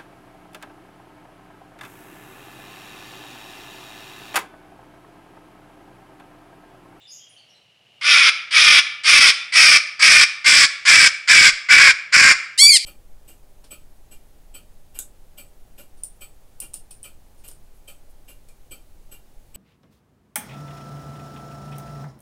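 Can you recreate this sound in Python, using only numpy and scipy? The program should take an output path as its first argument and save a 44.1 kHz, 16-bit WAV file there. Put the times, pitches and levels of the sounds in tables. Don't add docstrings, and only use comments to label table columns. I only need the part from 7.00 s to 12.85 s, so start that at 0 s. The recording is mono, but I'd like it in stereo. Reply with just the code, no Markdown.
import sys
import numpy as np
from scipy import signal
from scipy.fft import rfft, irfft
from scipy.io import wavfile
from scipy.ndimage import uniform_filter1d, minimum_filter1d, map_coordinates

SR = 44100
rng = np.random.default_rng(int(sys.argv[2]) if len(sys.argv) > 2 else 0)


def unload_wav(signal):
    wavfile.write(
        sys.argv[1],
        SR,
        np.round(np.clip(np.atleast_2d(signal).T, -1, 1) * 32767).astype(np.int16),
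    )


N = 257984


def amp(db):
    return 10 ** (np.asarray(db) / 20)


def unit(x):
    return x / np.sqrt(np.mean(x ** 2) + 1e-20)


def along(points, hz):
    row_hz, values = np.transpose(points)
    return np.interp(np.log(hz + 1), np.log(row_hz), values)


def wobble(rate, n):
    return map_coordinates(rng.standard_normal(int(n * rate / SR) + 4), [np.arange(n) * rate / SR])


def coloured(x, gain, size=4096):
    cepstrum = irfft(np.log(np.maximum(gain(np.fft.rfftfreq(size, 1 / SR)), 1e-6)))
    cepstrum[1:size // 2] *= 2
    cepstrum[size // 2 + 1:] = 0
    return signal.fftconvolve(x, irfft(np.exp(rfft(cepstrum))))[:len(x)]


# frequency in Hz, relative level in dB.
NOISE_COLOUR = [(25, -21), (60, -21), (110, 2), (270, -8.5), (420, -7), (700, -2.5), (1000, -11),
                (1550, -12), (1900, -9.5), (2650, -3.5), (2900, 6.5), (3300, -7), (9000, -25.5),
                (11500, -25)]
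def room_noise(level_db=-57.5):
    noise = coloured(rng.standard_normal(N), lambda hz: amp(along(NOISE_COLOUR, hz)))
    return unit(noise) * amp(level_db + wobble(5.33, N))


# start in seconds, length in seconds, first pitch in Hz,
# last pitch in Hz, relative level in dB.
CHIRPS = [(0, 0.065, 3740, 3530, -49.5), (0.066, 0.079, 4900, 5200, -43.5), (0.1, 0.07, 6500, 6930, -40),
          (0.142, 0.054, 5980, 5640, -49), (0.183, 0.066, 3190, 3250, -48.5),
          (0.287, 0.028, 8860, 10400, -52), (0.358, 0.025, 3070, 3100, -45.5),
          (0.367, 0.043, 4540, 4340, -53.5), (0.48, 0.055, 5600, 5600, -58),
          (0.535, 0.042, 4100, 4060, -55)]
def small_birds(waver=0.0396, overtone_db=-15):
    out = np.zeros(N)
    for start, length, from_hz, to_hz, db in CHIRPS:
        n = int(length * SR)
        pitch = np.linspace(from_hz, to_hz, n) * (1 + waver * wobble(904, n))
        phase = 2 * np.pi * np.cumsum(pitch) / SR
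        whistle = np.sin(phase) + amp(overtone_db) * np.sin(2 * phase)
        out[round(start * SR):][:n] += amp(db) * unit(np.hanning(n) ** .5 * whistle)
    return out


# frequency in Hz, seconds to fade by 60 dB.
RING_TIMES = [(300, 0.53), (2200, 0.68), (5000, 0.51), (10000, 0.39)]
def room_echo(x, build_s=0.0034):
    hz, t, noise = signal.stft(rng.standard_normal(SR), SR, nperseg=256)
    fade = amp(-60 * t / along(RING_TIMES, hz)[:, None])
    build = 1 - np.exp(-t / build_s)
    tail = signal.istft(noise * fade * build, SR, nperseg=256)[1]
    return signal.fftconvolve(x, tail / np.linalg.norm(tail))[:N]


def voice_box(n, slap_hz=569, scatter=.14):
    slap_rate = slap_hz * np.exp(.06 * wobble(45, n) + scatter * wobble(700, n))
    cycles = np.cumsum(slap_rate) / SR
    slaps = np.diff(np.floor(cycles), prepend=0) * amp(-wobble(600, n))
    puffs = rng.standard_normal(n) * np.cos(np.pi * cycles) ** 2
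    return (unit(slaps - slaps.mean()) + unit(puffs)) * amp(-wobble(237.3, n))


# relaxed pitch in Hz, relaxed level in dB, strained pitch in Hz, strained level in dB,
# width in Hz.
RESONANCES = [(1404, -6, 1207, -20, 207), (1940, -16.5, 1634, -4.5, 366), (2378, -1, 2270, -1, 356),
              (3400, -5.5, 3367, -16, 740), (5160, -7.5, 5030, -8, 943), (9170, -26.5, 7370, -14, 1070),
              (9800, -23, 9420, -25, 940)]
def resonances_at(strain, treble_db, nasal_db, treble_hz=3900):
    relaxed_hz, relaxed_db, strained_hz, strained_db, width = np.transpose(RESONANCES)
    hz = relaxed_hz * (strained_hz / relaxed_hz) ** strain
    db = relaxed_db + (strained_db - relaxed_db) * strain
    db += treble_db / (1 + (treble_hz / hz) ** 6)
    db[3] += nasal_db
    return np.column_stack([hz, db, width])


def throat(hz, resonances, low_hz=1080, high_hz=10700, steep=2.89, chest_db=-31):
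    power = sum(amp(db) ** 2 / (1 + np.abs(2 * (hz - centre) / width) ** steep)
                for centre, db, width in resonances)
    band = 1 / (1 + (low_hz / (hz + 1)) ** 14) / (1 + (hz / high_hz) ** 50)
    chest = amp(chest_db) ** 2 / (1 + ((hz - 850) / 280) ** 4)
    return np.sqrt(power * band + chest)


def piercing_tone(n, hz, waver=0.01318, shiver=0.0227, fading_db=2, lower_db=-7):
    pitch = hz * (1 + waver * wobble(49.26, n) + shiver * wobble(604.6, n))
    phase = 2 * np.pi * np.cumsum(pitch) / SR
    main, lower = (unit(amp(fading_db * wobble(110.1, n))) for _ in range(2))
    return unit(main * np.sin(phase) + amp(lower_db) * lower * np.sin(phase * 3 / 4))


def roof_echo(x, typical_delay_s=.0031, share=0.43, retreat=0.554):
    t = np.arange(len(x)) / SR
    delay = typical_delay_s * (1 + rng.normal(0, 0.0809)) * (1 + retreat * t)
    return x + share * map_coordinates(x, [(t - delay) * SR], order=3)


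# start in seconds, end in seconds, level in dB, piercing tone against the
# rasp in dB, throat strain from 0 to 1, treble boost in dB, nasal boost in dB.
SQUAWKS = [(1.011, 1.296, -10, -9, 0.07, -3, -1), (1.508, 1.798, -7.5, -10.5, 0.23, -2, 1.5),
           (2.035, 2.305, -6, -25, 0.34, 0.5, -0.5), (2.522, 2.773, -5, -23, 0.4, 1, -4),
           (2.993, 3.238, -3.5, -16, 0.57, -0.5, -2.5), (3.444, 3.655, -2, -15, 0.76, 0.5, 1.5),
           (3.851, 4.076, -2, -13, .83, 0.5, 0.5), (4.275, 4.495, -0.5, -6, .88, 0, 2),
           (4.687, 4.909, -1, -3.5, 0.9, -5.5, 1), (5.123, 5.323, -1, -18, 0.97, -3.5, -8)]
def squawks(scoop=0.11, sag=.016, flutter_db=0.45, onset_db=-21, opening_s=0.00043, release_s=0.027,
            relaxed_swell_s=0.079, strained_swell_s=0.032):
    out, n = np.zeros(N + SR), SR // 2
    t = np.arange(n) / SR
    for start, end, db, tone_db, strain, treble_db, nasal_db in SQUAWKS:
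        length = end - start
        resonances = resonances_at(strain, treble_db, nasal_db)
        swell_s = relaxed_swell_s * (strained_swell_s / relaxed_swell_s) ** strain
        swell_left = np.maximum(1 - t / swell_s, 0)
        rasp = unit(coloured(voice_box(n), lambda hz: throat(hz, resonances)))
        tone = amp(tone_db) * piercing_tone(n, resonances[2, 0])
        voice = (rasp + tone) * amp(flutter_db * wobble(66, n))
        sinking = sag * (1 - 2 * np.minimum(t / length, 1))
        speed = 1 - scoop * swell_left ** 2 + sinking + .006 * wobble(30.41, n)
        voice = map_coordinates(voice, [np.cumsum(speed)], order=5)
        effort_db = onset_db * swell_left ** 1.16 - 60 * np.maximum(t - length, 0) / release_s
        loudness = amp(db + effort_db) * np.minimum(t / opening_s, 1)
        out[round(start * SR):][:n] += unit(roof_echo(voice)) * loudness
    return out[:N]


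def near_walls(x, echo_db=-20, count=9):
    out = x.copy()
    for delay_s in rng.uniform(.002, 0.017, count):
        out += amp(echo_db) * rng.choice([-1, 1]) * np.pad(x, (int(delay_s * SR), 0))[:N]
    return out / np.sqrt(1 + count * amp(echo_db) ** 2)


# time in seconds, level sent into the room in dB.
FACING = [(1.1, -11), (4.2, -22), (5.2, -22), (5.7, -14.5)]
def beak_turn(x):
    return x * amp(np.interp(np.arange(N) / SR, *np.transpose(FACING)))


# time in seconds, pitch in Hz.
SHRIEK_ARCH = [(5.58, 1824), (5.597, 2106), (5.622, 2267), (5.666, 2295), (5.695, 2387), (5.72, 2167),
               (5.75, 2136), (5.765, 1934), (5.776, 1713)]
# frequency in Hz, relative level in dB.
SHRIEK_THROAT = [(1100, -68), (1600, -18), (2200, -4.5), (3300, -6), (4100, 1), (4700, 5.5), (5600, -6.5),
                 (6800, -8.5), (8000, -1.5), (9200, -7), (10500, -10), (12000, -19.5), (15000, -23)]
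def shriek(start_s=5.577, end_s=5.773, swell_s=0.023, release_s=0.018, crest_s=5.699, crest_half_s=.0324,
           top_db=-5.5, db_per_octave=16, onset_db=-18, warble_hz=78, air_db=-31, hoarse_air_db=25):
    t = np.arange(N) / SR
    live = (t > start_s) & (t < end_s + release_s)
    t, out = t[live], np.zeros(N)
    arch = np.interp(t, *np.transpose(SHRIEK_ARCH))
    octaves_down = np.log2(arch.max() / arch)
    hoarse = np.tanh(octaves_down / 0.24) ** 2
    crest = 1 / (1 + np.abs((t - crest_s) / crest_half_s) ** 12)
    warble = crest * np.sin(2 * np.pi * warble_hz * t)
    swell_left = np.maximum(1 - (t - start_s) / swell_s, 0)
    effort_db = onset_db * swell_left ** 2 - 60 * np.maximum(t - end_s, 0) / release_s
    db = top_db - db_per_octave * octaves_down + effort_db + 2 * warble
    jitter = (0.00089 + 0.0206 * hoarse) * wobble(830, len(t))
    pitch = arch * (1 + 0.025 * warble + jitter)
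    half_phase = np.pi * np.cumsum(pitch) / SR
    tone = np.zeros(len(t))
    for k in range(2, 14):
        strength = amp(along(SHRIEK_THROAT, k * pitch / 2)) * (1 - crest if k % 2 else 1)
        tone += strength * np.sin(k * half_phase + rng.uniform(0, 2 * np.pi))
    breath = rng.standard_normal(len(t))
    air = coloured(breath, lambda hz: amp(along(SHRIEK_THROAT, hz)) * hz / (hz + 1500))
    out[live] = amp(db) * (unit(tone) + amp(air_db + hoarse_air_db * hoarse) * unit(air))
    return out


def scene():
    cockatoo, chirps, noise = squawks() + shriek(), small_birds(), room_noise()
    near = near_walls(cockatoo) + room_echo(beak_turn(cockatoo))
    far = amp(-8) * chirps + amp(-6) * room_echo(chirps)
    mono = noise + far + near
    return np.array([mono, mono])


def limiter(x, ceiling=1.267, recovery_s=0.017):
    needed = minimum_filter1d(np.log(ceiling / np.maximum(np.abs(x), ceiling)), size=90)
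    creep = np.arange(N) / SR / recovery_s
    log_gain = creep + np.minimum.accumulate(needed - creep)
    return x * np.exp(uniform_filter1d(log_gain, size=90))


# frequency in Hz, level change in dB.
MICROPHONE = [(20, -0.5), (10200, 0), (11300, -2.5), (13000, -6.5), (15500, -12)]
def record(dry, lopsided=0.026, growth=3.6, rumble_hz=230, hardness=9, top_hz=15900):
    mono = dry.mean(axis=0)
    rumble = coloured(np.abs(mono) ** growth,
                      lambda hz: (hz + 1) / np.hypot(hz, 110) / np.sqrt(1 + (hz / rumble_hz) ** 4))
    held = limiter(mono + lopsided * rumble)
    clipped = held / (1 + np.abs(held) ** hardness) ** (1 / hardness)
    hz = np.fft.rfftfreq(N, 1 / SR)
    out = irfft(rfft(clipped) * amp(along(MICROPHONE, hz)) * (hz < top_hz), N)
    return np.array([out, out])


dry = scene()
out = record(dry)
unload_wav(out)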